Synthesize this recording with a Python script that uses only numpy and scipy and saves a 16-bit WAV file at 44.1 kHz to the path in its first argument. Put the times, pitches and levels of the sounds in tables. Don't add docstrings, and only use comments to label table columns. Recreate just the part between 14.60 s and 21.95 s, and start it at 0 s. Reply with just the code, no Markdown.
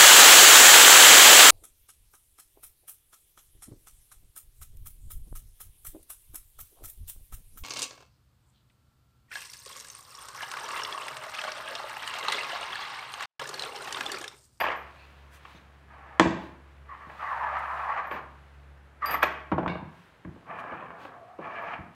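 import sys
import numpy as np
from scipy import signal
from scipy.fft import rfft, irfft
from scipy.io import wavfile
from scipy.ndimage import map_coordinates

SR = 44100
rng = np.random.default_rng(int(sys.argv[2]) if len(sys.argv) > 2 else 0)


def generate_wav(sig):
    pcm = np.round(np.clip(np.atleast_2d(sig).T, -1, 1) * 32767).astype(np.int16)
    wavfile.write(sys.argv[1], SR, pcm)


N = 324120
TIME = np.arange(N) / SR
RING = TIME[:SR // 2]

# nominal mode in Hz, relative level in dB, t60 in seconds.
BENCH = [(95, -0.5, 0.12), (171, -7, 0.26), (200.8, -13, 0.42), (235.7, -6, 0.11), (343, 11.5, 0.042),
         (621, -9.5, 0.09), (675, -3.5, 0.08), (858, -3.5, 0.24), (1140, 4.5, 0.049), (1340, -4, .03)]
# nominal mode in Hz, relative level in dB, t60 in seconds.
PATCH = [(654, -5, 0.052), (904, 2, 0.014), (1140, 7, 0.02), (1179, -8.5, 0.059), (1638, -7, 0.063),
         (1740, -4.5, 0.0077)]
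# frequency in Hz, relative level in dB.
BLOW_COLOUR = [(50, -30.5), (150, 5.5), (350, -4.5), (500, 1.5), (1000, 2), (1700, -2.5), (3000, -7),
               (4200, -15), (7000, -21.5), (9500, -39), (15000, -50)]
# frequency in Hz, relative level in dB.
SLIDE_COLOUR = [(100, 18), (240, -1), (400, -14), (580, 0.5), (900, 7.5), (1420, 3.5), (1700, 4),
                (2050, -8.5), (2400, -5), (3000, -12), (3700, -33), (15000, -43)]


def undb(db):
    return 10 ** (np.asarray(db) / 20)


def unit(x):
    return x / np.sqrt(np.sum(x ** 2))


def steady(x):
    return x / np.std(x)


def fade(t, t60):
    return np.exp(-np.log(1000) * t / t60)


def cut(x, hz, kind, order=2):
    return signal.sosfilt(signal.butter(order, min(hz, SR * .45), kind, fs=SR, output="sos"), x)


def through(x, response):
    return signal.fftconvolve(x, response)[:len(x)]


def colour(x, points, size=4096):
    hz, db = np.transpose(points)
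    grid_hz = np.maximum(np.arange(size // 2 + 1) * SR / size, 1)
    gain_db = np.interp(np.log(grid_hz), np.log(hz), db)
    cepstrum = irfft(np.log(undb(gain_db)))
    cepstrum[1:size // 2] *= 2
    cepstrum[size // 2 + 1:] = 0
    return through(x, irfft(np.exp(rfft(cepstrum))))


def wander(hz):
    return steady(cut(rng.standard_normal(N), hz, "low"))


def drift(x, share, hz):
    return map_coordinates(x, [np.arange(N) + np.cumsum(share * wander(hz))], mode="mirror")


def grains(per_s, spread_db):
    hits = rng.random(N) < per_s / SR
    size_db = spread_db * np.clip(rng.standard_normal(N), -2, 2)
    return hits * rng.choice([-1, 1], N) * undb(size_db)


def ring(modes, scatter=0.0061):
    total = 0
    for k, (hz, db, t60) in enumerate(modes):
        loaded_hz = hz * (1 + scatter * rng.standard_normal())
        total = total + (-1) ** k * undb(db) * fade(RING, t60) * np.sin(2 * np.pi * loaded_hz * RING)
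    return unit(total)


def crack(points, t60, tick_db):
    burst = unit(rng.standard_normal(len(RING)) * fade(RING, t60))
    burst[0] += undb(tick_db)
    return unit(colour(burst, points))


def add(track, s, db, sound):
    start = max(int(s * SR), 0)
    part = (unit(sound) * undb(db) * np.sqrt(SR / 100))[:N - start]
    track[start:start + len(part)] += part


def strikes(table, modes, points, modes_db, crack_t60, tick_db):
    out = np.zeros(N)
    for s, db, corner_hz, bass_hz in table:
        body = crack(points, crack_t60, tick_db) + undb(modes_db) * ring(modes)
        add(out, s, db, cut(cut(body, corner_hz, "low"), bass_hz, "high"))
    return out


def router(modes_db=-3.5, snap_t60=0.013):
    # start in seconds, level in dB, contact corner in Hz, bass cut in Hz.
    landings = [(1.5971, -11, 5660, 170), (1.609, -20, 416, 299), (1.657, -22.5, 455, 84)]
    # start in seconds, level in dB.
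    snaps = [(1.5969, -24.5), (1.708, -54)]
    # frequency in Hz, relative level in dB.
    snap_colour = [(500, -13), (1100, 15.5), (1900, -0.5), (2900, -2), (4000, -4), (7400, -3), (9200, -14),
                   (15500, -37)]
    out = strikes(landings, BENCH, BLOW_COLOUR, modes_db, crack_t60=0.032, tick_db=-4.0)
    for s, db in snaps:
        add(out, s, db, crack(snap_colour, snap_t60, tick_db=-5))
    return out


def thumps():
    # start in seconds, level in dB, contact corner in Hz, bass cut in Hz.
    bumps = [(.947, -49.5, 206, 88.6), (2.47, -48, 194, 79.6), (3.535, -47.5, 342, 223),
             (4.633, -39, 300, 220), (4.917, -21.5, 1010, 131), (4.923, -23, 217, 69),
             (4.981, -23, 1130, 160), (4.987, -35, 905, 300), (5.031, -30.5, 885, 110),
             (5.064, -32.5, 334, 60), (5.098, -30.5, 150, 121), (5.225, -36.5, 133, 105),
             (5.650, -38, 280, 40), (5.672, -37, 166, 60.5), (5.76, -48, 760, 201),
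             (6.118, -39, 600, 101.5), (6.788, -35, 590, 240), (7.19, -37, 160, 59.3)]
    return strikes(bumps, BENCH, BLOW_COLOUR, modes_db=-5.5, crack_t60=0.085, tick_db=-8.5)


def bounces(count=7, drop_s=0.0102, drop_db=-24.5, corner_hz=3100, bass_hz=383,
            first_hop_s=.0305, restitution=.82, hop_loss_db=1.54):
    hop = np.arange(count)
    hops_s = first_hop_s * restitution ** hop[:-1]
    times = drop_s + np.append(0, np.cumsum(hops_s))
    return [(s, drop_db - hop_loss_db * k, corner_hz, bass_hz) for k, s in enumerate(times)]


def clacks():
    # start in seconds, level in dB, contact corner in Hz, bass cut in Hz.
    knocks = [(0.852, -43.5, 3620, 950), (2.498, -43, 1470, 810), (3.513, -34, 3000, 298),
              (4.6285, -18.5, 5030, 850), (4.6345, -25.5, 1200, 400), (5.0612, -27, 750, 1000),
              (5.079, -32, 3220, 690), (5.155, -34.5, 1300, 596), (5.649, -47, 1490, 914),
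              (6.451, -39.5, 1710, 302)]
    # frequency in Hz, relative level in dB.
    clack_colour = [(100, -20), (300, 0), (600, 5), (1150, 3.5), (1900, -1.5), (3300, -5.5), (3900, -22),
                    (7000, -22), (15000, -20.5)]
    return strikes(bounces() + knocks, PATCH, clack_colour, modes_db=-4, crack_t60=.03, tick_db=-9)


def blows():
    return router() + thumps() + clacks()


def steel(tick_db=-13.5, tick_t60=0.018, choke_t60=0.012, rattle_t60=0.35):
    # start in seconds, level in dB, second mode minus first in dB.
    chimes = [(.002, -38.5, 4), (0.162, -62, 14), (3.47, -64, 17), (3.515, -58, 6), (4.459, -35.5, -1),
              (4.487, -44.5, -2), (4.5091, -36.5, 9), (4.52, -37, 26), (4.539, -37.5, 9),
              (4.547, -43, 32.5), (4.552, -56, 36), (4.629, -38, 25), (4.634, -52, 22), (7.02, -71, 7)]
    # nominal frequency in Hz, t60 in seconds.
    screw = [(4790, 0.2), (12945, 0.19)]
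    # start in seconds, level in dB.
    rattles = [(5.077, -30), (5.096, -36)]
    # nominal mode in Hz, relative level in dB, t60 in seconds.
    tool = [(980, 10.5, 0.063), (1580, 7, 0.028), (2235, 6.5, 0.027), (2820, 1, 0.026), (3640, 0, 0.022),
            (4300, 4.5, 0.0022), (9400, -42, 0.34)]
    out = np.zeros(N)
    (low_hz, low_t60), (high_hz, high_t60) = screw
    gaps = np.diff([row[0] for row in chimes], append=TIME[-1])
    for (s, db, high_db), gap in zip(chimes, gaps):
        tick = unit(cut(rng.standard_normal(len(RING)) * fade(RING, tick_t60), 5000, "high"))
        chime = ring([(low_hz, 0, low_t60), (high_hz, high_db, high_t60)], scatter=0.0039)
        chime = chime * fade(np.maximum(RING - gap, 0), choke_t60)
        add(out, s, db, unit(chime) + undb(tick_db) * tick)
    for s, db in rattles:
        hits = grains(per_s=370, spread_db=1)[:len(RING)] * fade(RING, rattle_t60)
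        add(out, s, db, through(hits, ring(tool, scatter=0.013)))
    return out


def push(s, length, swell_db, attack_s=0.049, t60_s=0.19, coast_per_length=2.5):
    t = TIME - s
    start = np.clip(t / min(attack_s, length), 0, 1)
    coast = fade(np.maximum(t - length, 0), min(t60_s, coast_per_length * length))
    return start * undb(swell_db * (np.clip(t / length, 0, 1) - .5)) * coast


def slides(modes_db=-2, judder_hz=50, judder_db=1.5, top_hz=1900, dull_hz=6000, drift_share=.05,
           body_edge_hz=405, edge_hz_per_db=7.5):
    # start in seconds, length in seconds, level at mid-swell in dB, swell over the stroke in dB,
    # weight as bass in dB re level, bite as treble in dB re level.
    strokes = [(-.03, 0.19, -36.5, -19, -17.5, -1.5), (1.274, 0.33, -53, 0, -15.5, -10),
               (2.25, 0.38, -54, 4, -20.5, -9), (2.583, 0.39, -36, 4, -34.5, -17.5),
               (2.974, 0.42, -36, 4.5, -34.5, -17.5), (3.326, 0.15, -44.5, 9, -22, -14),
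               (3.501, 0.083, -34, -16.5, -15.5, -9), (4.405, 0.026, -44, -3, -29, -7),
               (4.423, 0.13, -34.5, 4, -17, -7), (4.618, 0.022, -29, -0.5, -25, 4.5),
               (5.851, 0.3, -42, 1, -11.5, -22), (6.148, 0.4, -48, -5.5, -9, -27),
               (6.791, 0.35, -42, 4.5, -16, -13.5)]
    slips = grains(per_s=2600, spread_db=-0.5) * undb(judder_db * wander(judder_hz))
    modes = 0
    for hz, db, t60 in PATCH:
        modes = modes + undb(db + 2.5 * wander(9)) * through(slips, ring([(hz, 0, t60)]))
    modes = steady(drift(modes, drift_share, hz=6))
    wood = steady(colour(slips, SLIDE_COLOUR)) + undb(modes_db) * modes
    bass = steady(cut(cut(wood, 460, "low", order=6), 171, "high", order=4))
    treble = steady(cut(cut(wood, top_hz, "high", order=6), dull_hz, "low"))
    out = np.zeros(N)
    for s, length, db, swell_db, weight_db, bite_db in strokes:
        edge_hz = body_edge_hz - edge_hz_per_db * weight_db
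        body = steady(cut(cut(wood, edge_hz, "high", order=4), top_hz, "low", order=4))
        tone = body + undb(weight_db) * bass + undb(bite_db) * treble
        out += undb(db) * push(s, length, swell_db) * tone
    return out


def catches(corner_hz=4000, bass_hz=700):
    # start in seconds, level in dB.
    snags = [(2.347, -47.5), (2.836, -33), (2.87, -40), (3.057, -36), (3.125, -42), (3.301, -38),
             (3.398, -37), (5.866, -54), (5.987, -39.5), (6.04, -40.5), (6.305, -42), (7.108, -43.5)]
    table = [(s, db, corner_hz, bass_hz) for s, db in snags]
    return strikes(table, PATCH, SLIDE_COLOUR, modes_db=-3.5, crack_t60=0.043, tick_db=-1)


def squeaks(jitter=.06, rough_db=2.5, stumble_hz=160, upper_ratio=1.7, upper_db=-8):
    # start in seconds, length in seconds, level over that length in dB,
    # starting and final centre pitch of the lower mode in Hz.
    chatters = [(0.369, 0.088, -62, 2470, 2620), (0.951, 0.033, -64, 3710, 3540),
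                (1.313, 0.48, -59, 803, 793), (2.286, 0.058, -43.5, 1136, 1045),
                (2.401, 0.061, -49, 1092, 1136), (2.638, 0.15, -36, 1185, 925),
                (2.789, 0.088, -33.5, 1053, 976), (2.937, 0.052, -42.5, 1121, 1174),
                (3.078, 0.08, -38.5, 955, 1052), (3.265, 0.097, -37.5, 1014, 1200),
                (3.356, 0.025, -37, 852, 845), (4.42, 0.034, -28.5, 1214, 1078),
                (4.461, 0.066, -45, 1182, 1155), (4.54, 0.017, -25.5, 1196, 1123),
                (5.888, 0.039, -43, 1133, 1120), (6.483, .17, -52, 765, 642),
                (6.678, 0.073, -51.5, 725, 730)]
    out = np.zeros(N)
    for s, length, db, first_hz, last_hz in chatters:
        hz = np.interp(RING, [0, length], [first_hz, last_hz])
        tone = 0
        for ratio, mode_db in (1, 0), (upper_ratio, upper_db):
            pitch, size = steady(cut(rng.standard_normal((2, len(RING))), stumble_hz, "low"))
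            phase = 2 * np.pi * np.cumsum(ratio * hz * (1 + jitter * pitch)) / SR
            tone = tone + undb(mode_db + rough_db * size) * np.sin(phase)
        gate = np.clip(np.minimum(RING, length - RING) / .004 + .5, 0, 1)
        build = 1 - fade(RING, length * .6)
        add(out, s, db + 10 * np.log10(length * 100), tone * gate * build)
    return out


def scrapes(per_s=450, spread_db=3, judder_hz=22, judder_db=3):
    # start in seconds, length in seconds, level at mid-swell in dB, swell over the stroke in dB.
    drags = [(5.86, 0.47, -49.5, -4), (6.79, 0.352, -44, 7)]
    # nominal mode in Hz, relative level in dB, t60 in seconds.
    shank = [(700.6, -5, 0.071), (1677, -4.5, 0.042), (2343, -2.5, 0.02), (2960, -6.5, 0.0054)]
    grit = grains(per_s, spread_db) * undb(judder_db * wander(judder_hz))
    rasp = steady(drift(through(grit, ring(shank)), share=.025, hz=6))
    return rasp * sum(undb(db) * push(s, length, swell_db) for s, length, db, swell_db in drags)


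def rustle(swish_low_hz=4500, swish_high_hz=11500, stir_db=-68.5, stir_swing_db=1.5):
    # height in seconds, length in seconds, cloth level in dB, swish as treble in dB re cloth.
    brushes = [(0.398, 0.64, -60, -24), (.75, 0.057, -59.5, -4), (0.908, 0.2, -57, -23),
               (1.837, 0.11, -56.5, -25), (2.693, 0.48, -56, -21), (2.992, .014, -59, -7),
               (3.156, 0.38, -60, -12.5), (5.408, 0.27, -62.5, -19), (5.999, 0.033, -54.5, -17),
               (6.436, 0.1, -54, -32)]
    # frequency in Hz, relative level in dB.
    rustle_colour = [(150, -25.5), (500, 4), (1000, 8), (2500, 6.5), (3700, 0.5), (5500, -10), (10000, -19),
                     (15000, -20.5)]
    fibres = grains(per_s=5800, spread_db=-2.5)
    cloth = steady(colour(fibres, rustle_colour))
    swish = steady(cut(cut(rng.standard_normal(N), swish_low_hz, "high"), swish_high_hz, "low"))
    out = cloth * undb(stir_db + stir_swing_db * wander(0.77))
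    brushed = np.roll(cloth, N // 2)
    for s, length, db, swish_db in brushes:
        swell = np.exp(-(2 * (TIME - s) / length) ** 2)
        out += undb(db) * swell * (brushed + undb(swish_db) * swish)
    return out


def background(waver_db=2.5, hum_fades_s=5.18, hum_t60_s=0.53, air_db=-59.5):
    # frequency in Hz, rms level before waver and fade in dB.
    hum_partials = [(69.9, -55), (139.8, -65.5)]
    # frequency in Hz, relative level in dB.
    air_colour = [(25, -34), (50, -2), (110, 2), (250, -5.5), (1700, -7.5), (4000, -31), (12000, -35.5),
                  (15500, -56)]
    hum = sum(undb(db) * steady(np.sin(2 * np.pi * (hz * TIME + rng.random()))) for hz, db in hum_partials)
    hum = hum * undb(waver_db * wander(3)) * fade(np.maximum(TIME - hum_fades_s, 0), hum_t60_s)
    air = steady(colour(rng.standard_normal(N), air_colour))
    return hum + undb(air_db) * air


def reflections(x, room_db=-1.5, treble_db=-6, split_hz=3000, build_s=0.0031, room_t60_s=0.62, halving_hz=10500):
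    t = TIME[:SR]
    hz = np.fft.rfftfreq(SR, 1 / SR)
    noise = rfft(rng.standard_normal(SR) * (1 - np.exp(-(t / build_s) ** 2)))
    tail = 0
    for centre_hz in range(0, 17000, 1000):
        band = irfft(noise * np.maximum(1 - abs(hz - centre_hz) / 1000, 0))
        t60_s = room_t60_s / (1 + (centre_hz / halving_hz) ** 2)
        tail = tail + band * fade(t, t60_s) * undb(treble_db * min(centre_hz / split_hz, 1))
    return undb(room_db) * through(x, tail / np.linalg.norm(fade(t, room_t60_s)))


def scene():
    returned = sum(reflections(blows()) for _ in range(2)) / np.sqrt(2)
    struck = blows() + returned
    places = steel() + scrapes() + squeaks(), slides() + catches() + rustle()
    handled = sum(sound + reflections(sound) for sound in places)
    return (struck + handled + background())[None]


def record(dry, top_hz=15700):
    no_rumble = cut(dry, 37, "high", order=4)
    return signal.sosfilt(signal.ellip(8, .2, 70, top_hz, fs=SR, output="sos"), no_rumble)


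dry = scene()
out = record(dry)
generate_wav(out)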